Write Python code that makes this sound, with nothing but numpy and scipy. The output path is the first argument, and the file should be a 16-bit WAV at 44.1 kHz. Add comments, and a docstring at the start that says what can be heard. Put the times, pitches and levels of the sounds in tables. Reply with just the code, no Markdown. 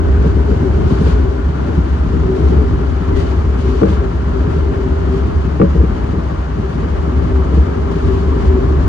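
"""Subway car in a tunnel

Inside the front car, running steadily. Rough rails shake it into a deep, throbbing boom and a rumble,
with the whine of the running gear and the roar of the tunnel on top.
The wheels thump over rail joints and now and then brush the rail with a hiss or a faint squeak.
A limiter holds the loudest thumps."""
import sys
import numpy as np
from scipy import signal
from scipy.fft import rfft, irfft
from scipy.io import wavfile
from scipy.ndimage import uniform_filter1d, minimum_filter1d

SR = 44100
rng = np.random.default_rng(int(sys.argv[2]) if len(sys.argv) > 2 else 0)


def file_out(sig):
    """Save sig as 16-bit WAV at sys.argv[1]."""
    # one column per channel
    cols = np.atleast_2d(sig).T
    # limit, then scale
    lim = np.clip(cols, -1, 1)
    pcm = np.round(lim * 32767).astype(np.int16)
    wavfile.write(sys.argv[1], SR, pcm)


N = 391608
T = np.arange(N) / SR
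HZ = np.fft.rfftfreq(N, 1 / SR)

# Table levels are relative: each layer adds its own trim.
# air modes of the car: (frequency [Hz], width [Hz], level [dB])
AIR_MODES = [(59.6, 12, -0.5), (69.76, 5.9, 6)]
# broad skirt around the air modes: (frequency [Hz], level [dB])
BOOM_EQ = [(10, -38.5), (20, -45.5), (33, -25.5), (45, -26), (80, -10.5), (105, -37.5), (160, -51.5),
           (400, -99)]
# swell of the boom as the track shakes the car: (time [s], level [dB])
BOOM_ENVELOPE = [(0.0, -12.5), (0.7, -15), (0.95, -17.5), (1.15, -9), (1.35, -21), (1.5, -16), (1.68, -19),
                 (2.1, -13.5), (2.33, -19.5), (2.6, -15), (3.4, -17.5), (3.6, -14.5), (4.0, -17),
                 (4.15, -18.5), (4.4, -18), (5.29, -19), (5.45, -16.5), (6.15, -20.5), (6.4, -20.5),
                 (7.6, -17.5), (7.73, -20), (7.9, -18.5), (8.88, -13.5)]
# throbs of the boom, brief swells of the car's deep hum: (peak time [s], level [dB])
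BOOM_THROBS = [(0.179, -15.5), (.6, -6), (1.1, -8), (1.28, -12), (1.791, -5), (2.46, -8.5), (2.58, -14),
               (2.81, -12.5), (4.409, -15), (4.56, -17), (5.36, -16), (5.691, -5), (5.8, -6), (5.89, -12.5),
               (6.182, -9), (7.17, -8), (7.35, -6.5), (7.6, -8), (8.3, -14), (8.49, -3.5)]
# rumble, following the roughness of the rails: (time [s], level [dB])
RUMBLE_ENVELOPE = [(0.0, -21), (0.96, -15.5), (1.48, -23.5), (1.68, -17.5), (2.0, -21.5), (2.56, -17.5),
                   (2.92, -22), (3.2, -18.5), (3.76, -22), (3.88, -20), (4.24, -22.5), (4.4, -19.5),
                   (4.84, -21), (6.24, -21.5), (6.52, -24), (6.64, -21), (8.76, -19.5), (8.88, -16.5)]
# tone of the rumble: (frequency [Hz], level [dB])
RUMBLE_EQ = [(50, -37), (85, 5.5), (110, 1.5), (135, -1), (200, -2.5), (260, -4), (340, -5), (440, -13),
             (510, -15.5), (640, -16), (900, -17), (1400, -29.5), (2200, -35.5), (5000, -77)]
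# panel and floor resonances: (frequency [Hz], width [Hz], level over the rumble [dB])
PANEL_MODES = [(93, 12, 0), (150, 10, 3), (167, 11, 4.5), (312, 14, 0), (470, 22, 2.5), (550, 20, 2),
               (635, 30, 1)]
# wheels striking rail joints: (time [s], force [dB], hardness as a corner frequency [Hz])
JOINT_HITS = [(.238, -15, 970), (.252, -11.5, 448), (0.361, -11, 327), (0.508, -12, 377), (.783, -17, 446),
              (0.899, -19.5, 910), (1.004, -6.5, 268), (1.06, -15.5, 800), (1.694, -18.5, 394),
              (2.132, -11, 330), (2.457, -21, 380), (2.516, -18, 354), (2.566, -10.5, 278),
              (3.8155, -1, 674), (3.831, -2, 1136), (3.8455, -7.5, 338), (3.895, -9.5, 256),
              (5.128, -21.5, 484), (5.598, 0, 620), (5.6146, -2, 1390), (5.629, -3.5, 432),
              (5.748, -9.5, 419), (5.798, -11.5, 446), (5.831, -9, 293), (6.127, -11, 289),
              (6.175, -15.5, 292), (6.823, -14, 390), (7.515, -14.5, 322), (7.567, -8.5, 345),
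              (8.438, -18, 650)]
# ring of a struck wheel truck: (frequency [Hz], level [dB], 60 dB decay time [s])
TRUCK_MODES = [(95.6, -2, 0.18), (151, 0.5, 0.13), (186.5, -2, 0.22), (224, -3, 0.071), (314.3, -2, 0.19),
               (397, -1, 0.079), (435, 0, 0.1), (464.4, 2.5, 0.091), (556, -6, 0.2), (596, -8, 0.15),
               (795, -9, 0.075), (1163, -4, 0.048), (1310, -9, 0.03), (1480, -6, 0.027), (1870, -11, 0.025),
               (2290, -10.5, 0.025), (2710, -13, 0.025)]
# running gear resonances: (frequency [Hz], width [Hz], level [dB])
GEAR_MODES = [(255, 13, -2.5), (378, 8, -.5), (393, 10, 1), (424, 12, -2)]
# swell of the whine: (time [s], level [dB])
WHINE_ENVELOPE = [(0.0, -28), (1.3, -27), (1.5, -33.5), (1.96, -37.5), (2.2, -26), (2.6, -24.5), (3.0, -31),
                  (3.16, -23.5), (3.36, -31.5), (3.72, -25), (4.16, -35), (4.32, -28), (5.24, -28),
                  (5.52, -32.5), (6.16, -32.5), (6.36, -47), (6.64, -28), (6.84, -33.5), (7.45, -28.5),
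                  (7.56, -40), (7.7, -27), (8.64, -25), (8.88, -33)]
# clear notes in the whine: (peak time [s], half length [s], pitch [Hz], level [dB])
WHINE_NOTES = [(0.484, .03, 400, -19.5), (0.672, 0.019, 385.6, -13), (0.905, 0.043, 394, -20),
               (2.315, 0.051, 375.6, -17), (3.132, .055, 388.8, -22.5), (3.721, 0.053, 384, -20.5),
               (4.04, 0.042, 390.7, -22.5), (4.352, 0.088, 385, -25), (4.755, 0.2, 391.7, -22),
               (5.15, 0.053, 391, -15.5), (7.372, .07, 379.4, -20.5), (8.124, 0.081, 386, -18),
               (8.287, 0.048, 424, -28), (8.546, 0.085, 378.3, -18), (8.678, 0.093, 399.3, -31)]
# shudders of the car body: (peak time [s], half length [s], level [dB])
SHUDDERS = [(4.75, 0.31, -23), (8.343, 0.18, -22.5)]
# swell of the rolling noise in the tunnel: (time [s], level [dB])
ROAR_ENVELOPE = [(0.0, -34.5), (0.8, -37), (0.92, -34.5), (1.08, -31.5), (1.2, -35.5), (3.96, -33),
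                 (4.16, -34.5), (4.52, -33), (4.68, -34), (6.0, -34), (6.84, -34), (8.88, -33.5)]
# tone of the roar: (frequency [Hz], level [dB])
ROAR_EQ = [(200, -25.5), (500, -2.5), (750, -1.5), (1000, 0.5), (1250, -3), (1600, -7.5), (1950, -12),
           (2450, -18), (3200, -23.5), (5000, -37.5), (9000, -50.5), (15000, -76)]
# a broad, sinking band in the roar: (time [s], centre [Hz], level against the roar [dB])
ROAR_BAND = [(0, 1513, -8), (1.6, 1418, -9.5), (2.4, 1371, -11), (3.4, 1264, -13.5), (4.5, 1386, -10),
             (6, 1223, -21), (7.3, 1178, -8.5), (7.9, 1309, -8.5), (8.2, 1060, -7), (8.9, 1144, -7)]
# steel wheels ringing as they roll: (frequency [Hz], width [Hz], level over the noise [dB])
WHEEL_MODES = [(830, 22, -1), (1400, 50, -5), (1630, 30, -4), (1750, 30, -3), (2160, 40, -2),
               (3000, 90, -0.5), (4560, 60, -3), (5550, 70, 0), (8000, 80, -1)]
# a wheel leans on the rail and brushes it: (start [s], length [s], level [dB])
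BRUSHES = [(0.21, 0.067, -54), (0.457, 0.076, -56), (0.867, 0.15, -50), (1.035, 0.09, -45.5),
           (2.34, 0.18, -53), (3.15, 0.071, -46.5), (3.25, 0.069, -51), (3.567, 0.29, -50.5),
           (3.867, 0.091, -49.5), (4.48, .07, -55), (5.114, 0.07, -53), (5.69, 0.072, -57),
           (7.53, 0.048, -54), (7.9, 0.32, -54), (8.386, .09, -52)]
# tone of sliding steel: (frequency [Hz], level [dB])
BRUSH_EQ = [(1000, -19), (2200, 1.5), (3000, 3.5), (3900, -1), (4600, -1), (5350, -7), (5700, -6),
            (6900, -7.5), (7700, -15.5), (8200, -13), (9700, -19), (11200, -42), (13700, -25), (15700, -39)]
# wheel flange squeaks: (peak time [s], length [s], pitch [Hz], level [dB])
SQUEAKS = [(1.034, .008, 8600, -49), (1.07, 0.17, 3800, -54), (3.172, 0.11, 1980, -39.5),
           (3.21, .16, 3780, -58), (3.92, 0.11, 3550, -52)]
# whistles of the drive electronics: (frequency [Hz], width [Hz], level [dB])
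DRIVE_WHISTLES = [(6583, 50, 0), (9520, 20, -8), (9662, 20, -6)]
# how alike the two microphones sound: (frequency [Hz], coherence [ratio, capped at 1])
STEREO_COHERENCE = [(60, 1), (150, 0.8), (260, 1), (380, 0.63), (480, 0), (800, 0.58), (1200, 1.1),
                    (2000, 0), (7000, 0.02), (10000, 0)]
# how far the left microphone leads: (frequency [Hz], phase [rad])
STEREO_LEAD = [(30, .05), (70, .33), (110, .33), (250, .15), (390, .6), (450, 1.1), (570, 2.3), (800, 3.5),
               (1100, 5), (1500, 4.9), (2000, 6.28)]
# balance of the microphones: (frequency [Hz], left minus right [dB])
STEREO_BALANCE = [(60, 1.8), (170, 0), (250, 4), (330, 3.5), (470, 3.5), (660, 2), (1100, 1), (1400, 6),
                  (2200, 0.5), (3000, 3), (4600, 6.5), (6700, 6), (9500, 0), (13000, 0.5)]


def boom(trim_db=3.0, low_cut_hz=45, waver_db=2.0, waver_hz=8):
    """The air in the car booms and wavers in its lowest modes and carries little below them."""
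    colour = np.sqrt(resonances(AIR_MODES) + amp(spectrum(BOOM_EQ)) ** 2)
    swell_db = curve(BOOM_ENVELOPE) + waver_db * drift(waver_hz)
    air = steadied(noise(colour), seconds=0.13) * amp(swell_db + trim_db)
    return irfft(rfft(air) * HZ ** 2 / np.sqrt(HZ ** 4 + low_cut_hz ** 4), N)


def boom_throbs(trim_db=2.0, pitch_hz=70, scatter_hz=2, half_s=0.037):
    """The car's deep hum swells for a few cycles at a time, near its main air mode."""
    out = np.zeros(N)
    for (s, db), (detune, phase) in zip(BOOM_THROBS, rng.uniform(-1.09, 1, (len(BOOM_THROBS), 2))):
        hum = np.sin(2 * np.pi * (pitch_hz + scatter_hz * detune) * (T - s) + np.pi * phase)
        out += amp(db) * bell(s, half_s) * hum
    return microphones(rfft(out), rfft(out)) * amp(trim_db)


def rumble(trim_db=0.99, judder_db=3.5, judder_hz=26, judder_below_hz=380):
    """Rail roughness comes through the floor and panels; the low end judders."""
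    body = resonant_noise(RUMBLE_EQ, PANEL_MODES)
    low_end = irfft(rfft(body) / (1 + (HZ / judder_below_hz) ** 4), N)
    shaken = unit(body + low_end * (amp(judder_db * drift(judder_hz)) - 1))
    return steadied(shaken, seconds=0.45) * amp(curve(RUMBLE_ENVELOPE) + trim_db)


def joint_thumps(trim_db=-3, crack_db=-12, crack_s=0.011, snap_db=-3, snap_s=0.0004,
                 rise_cycles=0.9, echo_db=-17, echo_t60=0.16):
    """Each rail joint snaps and rings the truck, a hard hit faster and brighter; the car echoes it."""
    t = np.arange(SR // 2) / SR
    hz, mode_db, t60 = np.transpose(TRUCK_MODES)[:, :, None]
    signs = (-1.) ** np.arange(len(hz))[:, None]  # neighbouring modes swing opposite ways
    modes = signs * amp(mode_db - 60 * t / t60) * np.sin(2 * np.pi * hz * t)
    hits = np.zeros(N)
    for s, force_db, corner_hz in JOINT_HITS:
        ring = (modes / np.sqrt(1 + (hz / corner_hz) ** 4)).sum(0)  # soft hits barely ring high modes
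        grit = signal.lfilter(*signal.butter(4, corner_hz, fs=SR), rng.standard_normal(len(t)))
        crack = amp(crack_db) * grit / grit.std() * np.exp(-t / crack_s)
        phase = 2 * np.pi * corner_hz * t
        snap = amp(snap_db) * np.sin(phase) * np.exp(-t / snap_s) * (1 - np.exp(-phase))
        attack = 1 - np.exp(-t * corner_hz / rise_cycles)
        add(hits, s, amp(force_db) * (snap + (ring + crack) * attack))
    tail = rng.standard_normal((2, len(t))) * amp(-60 * t / echo_t60)
    direct = microphones(rfft(hits), rfft(hits))
    echo = signal.fftconvolve(direct, tail / np.linalg.norm(tail[0]), axes=1)[:, :N]
    return amp(trim_db) * (direct + amp(echo_db) * echo)


def gear_whine(trim_db=2.0, waver_db=1, waver_hz=9):
    """The running gear keeps a few narrow resonances singing; their level wavers."""
    singing = steadied(noise(np.sqrt(resonances(GEAR_MODES))), seconds=0.19)
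    return singing * amp(curve(WHINE_ENVELOPE) + trim_db + waver_db * drift(waver_hz))


def whine_notes(trim_db=1.0, fifth_db=-6, wander_hz=6, wander_rate_hz=20):
    """Now and then the whine swells into a nearly pure note, with a weaker one a fifth below."""
    wander_cycles = wander_hz * np.cumsum(drift(wander_rate_hz)) / SR
    out = np.zeros(N)
    for s, half_s, hz, db in WHINE_NOTES:
        phase = 2 * np.pi * (hz * T + wander_cycles)
        tone = np.sin(phase) + amp(fifth_db) * np.sin(phase * 2 / 3)
        out += amp(db) * bell(s, half_s) * tone
    return microphones(rfft(out), rfft(out)) * amp(trim_db)


def shudder(pitch_hz=54, width_hz=9):
    """The car body flexes in slow swells, pitched below the boom."""
    flexing = steadied(noise(np.sqrt(resonances([(pitch_hz, width_hz, 0)]))), seconds=0.18)
    return flexing * sum(amp(db) * bell(s, half_s) for s, half_s, db in SHUDDERS)


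def tunnel_roar(trim_db=-0.9, band_spread_hz=105, band_pan_db=2, flutter_db=1.23, flutter_hz=31):
    """The tunnel throws back the rolling noise, louder on rough rail; one band in it slowly sinks."""
    wash = resonant_noise(ROAR_EQ, WHEEL_MODES)
    low_noise = irfft(rfft(rng.standard_normal((2, 2, N))) / (1 + (HZ / band_spread_hz) ** 2), N)
    phase = 2 * np.pi * np.cumsum(curve(ROAR_BAND)) / SR
    band = unit(low_noise[0] * np.cos(phase) + low_noise[1] * np.sin(phase))  # shifted up to the centre
    band *= amp(curve(ROAR_BAND, column=2)) * amp([[band_pan_db], [-band_pan_db]])
    swell_db = curve(ROAR_ENVELOPE) + 0.2 * roughness_db() + flutter_db * drift(flutter_hz)
    return (wash + band) * amp(swell_db + trim_db)


def wheel_brushes(trim_db=4.5, bed_db=-53, attack_s=0.016, release_s=0.026,
                  grain_db=0.87, grain_hz=31):
    """Steel slides on steel: a grainy bed of hiss, louder on rough rail, that flares at each brush."""
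    power = amp(bed_db + 0.43 * roughness_db()) ** 2
    for start, length, db in BRUSHES:
        attack = np.clip((T - start) / attack_s, 0, 1)
        release = np.exp(-np.maximum(T - start - length, 0) / release_s)
        power += (amp(db) * attack * release) ** 2
    hiss = resonant_noise(BRUSH_EQ, WHEEL_MODES)
    return hiss * np.sqrt(power) * amp(trim_db + grain_db * drift(grain_hz))


def flange_squeaks(spread_hz=120):
    """A flange catches the rail and scrapes briefly around one note."""
    out = np.zeros((2, N))
    grain = np.array([drift(spread_hz) + 1j * drift(spread_hz) for side in out])
    for s, length, hz, db in SQUEAKS:
        on = abs(T - s) < length / 2
        swell = np.cos(np.pi * (T[on] - s) / length)
        scrape = (grain[:, on] * np.exp(2j * np.pi * hz * T[on])).real
        out[:, on] += amp(db) * swell * scrape
    return out * amp([[4], [1]])  # leaning left


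def drive_whistles(level_db=-72):
    """The drive electronics whistle, thin and steady, high above the roar."""
    return noise(np.sqrt(resonances(DRIVE_WHISTLES))) * amp(level_db)


def roughness_db():
    """How much rougher than usual the rail is under the wheels."""
    level_db = curve(RUMBLE_ENVELOPE)
    return level_db - level_db.mean()


def amp(db):
    """Decibels to gain."""
    return 10 ** (np.asarray(db) / 20)


def unit(x):
    """Scales a stereo sound so that its mid channel has rms 1."""
    return x / np.sqrt(np.mean(x.mean(0) ** 2) + 1e-20)


def bell(s, half_s):
    """A smooth swell that peaks at time s and is down to 1/e at half_s either side."""
    return np.exp(-((T - s) / half_s) ** 2)


def curve(rows, column=1):
    """One column of a time table at every sample."""
    rows = np.asarray(rows)
    return np.interp(T, rows[:, 0], rows[:, column])


def spectrum(points):
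    """A table over frequency, joined on a log axis."""
    hz, value = np.transpose(points)
    return np.interp(np.log(HZ + 1), np.log(hz + 1), value)


def resonances(modes):
    """Power response of a set of steep-sided peaks."""
    return sum(amp(db) ** 2 / (1 + ((HZ - hz) / (.78 * width)) ** 2) ** 2 for hz, width, db in modes)


def microphones(left, right):
    """Two spectra become sound, with the lead and balance of the microphone pair."""
    tilt = amp(spectrum(STEREO_BALANCE) / 2)
    lag = np.exp(-1j * spectrum(STEREO_LEAD))
    return irfft(np.array([left * tilt, right / tilt * lag]), N)


def noise(colour):
    """Diffuse coloured noise: narrow in the bass, wide in the treble."""
    left, independent = rfft(rng.standard_normal((2, N)))
    coherence = np.clip(spectrum(STEREO_COHERENCE), 0, 1)
    right = coherence * left + np.sqrt(1 - coherence ** 2) * independent
    return unit(microphones(colour * left, colour * right))


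def resonant_noise(eq, modes):
    """Broad noise with resonances standing out of it."""
    return noise(amp(spectrum(eq)) * np.sqrt(1 + resonances(modes)))


def drift(rate_hz):
    """Smooth random modulation of rms near 1, its extremes rounded off."""
    slow = irfft(rfft(rng.standard_normal(N)) / (1 + (HZ / rate_hz) ** 4), N)
    return 2 * np.tanh(slow / slow.std() / 2)


def steadied(x, seconds):
    """Evens out the slow swells of a noise and keeps its quick flutter."""
    size = max(int(seconds * SR / 2), 2)
    power = uniform_filter1d(uniform_filter1d(x.mean(0) ** 2, size), size)
    return x / np.sqrt(abs(power) + .04)


def add(mix, s, sound):
    """Mixes a short sound in at time s."""
    part = mix[max(round(s * SR), 0):][:len(sound)]
    part += sound[:len(part)]


def scene():
    """The full mix, heard behind the cab."""
    lows = boom() + boom_throbs() + shudder() + rumble()
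    mids = gear_whine() + whine_notes() + tunnel_roar()
    highs = wheel_brushes() + drive_whistles() + flange_squeaks()
    return lows + mids + highs + joint_thumps()


def record(dry, threshold_db=0.7, release_db_per_s=800, high_cut_hz=15750):
    """A fast limiter holds peaks near full scale, the overshoot clips, and a high cut follows."""
    over_db = np.maximum(20 * np.log10(abs(dry).max(0) + 1e-9) - threshold_db, 0)
    release_db = T * release_db_per_s
    reduction_db = np.maximum.accumulate(over_db + release_db) - release_db
    gain = uniform_filter1d(minimum_filter1d(amp(-reduction_db), size=31), size=31)
    high_cut = signal.firwin(511, high_cut_hz, window=("kaiser", 9), fs=SR)
    return signal.oaconvolve(np.clip(dry * gain, -1, 1), high_cut[None], "same")


dry = scene()
out = record(dry)
file_out(out)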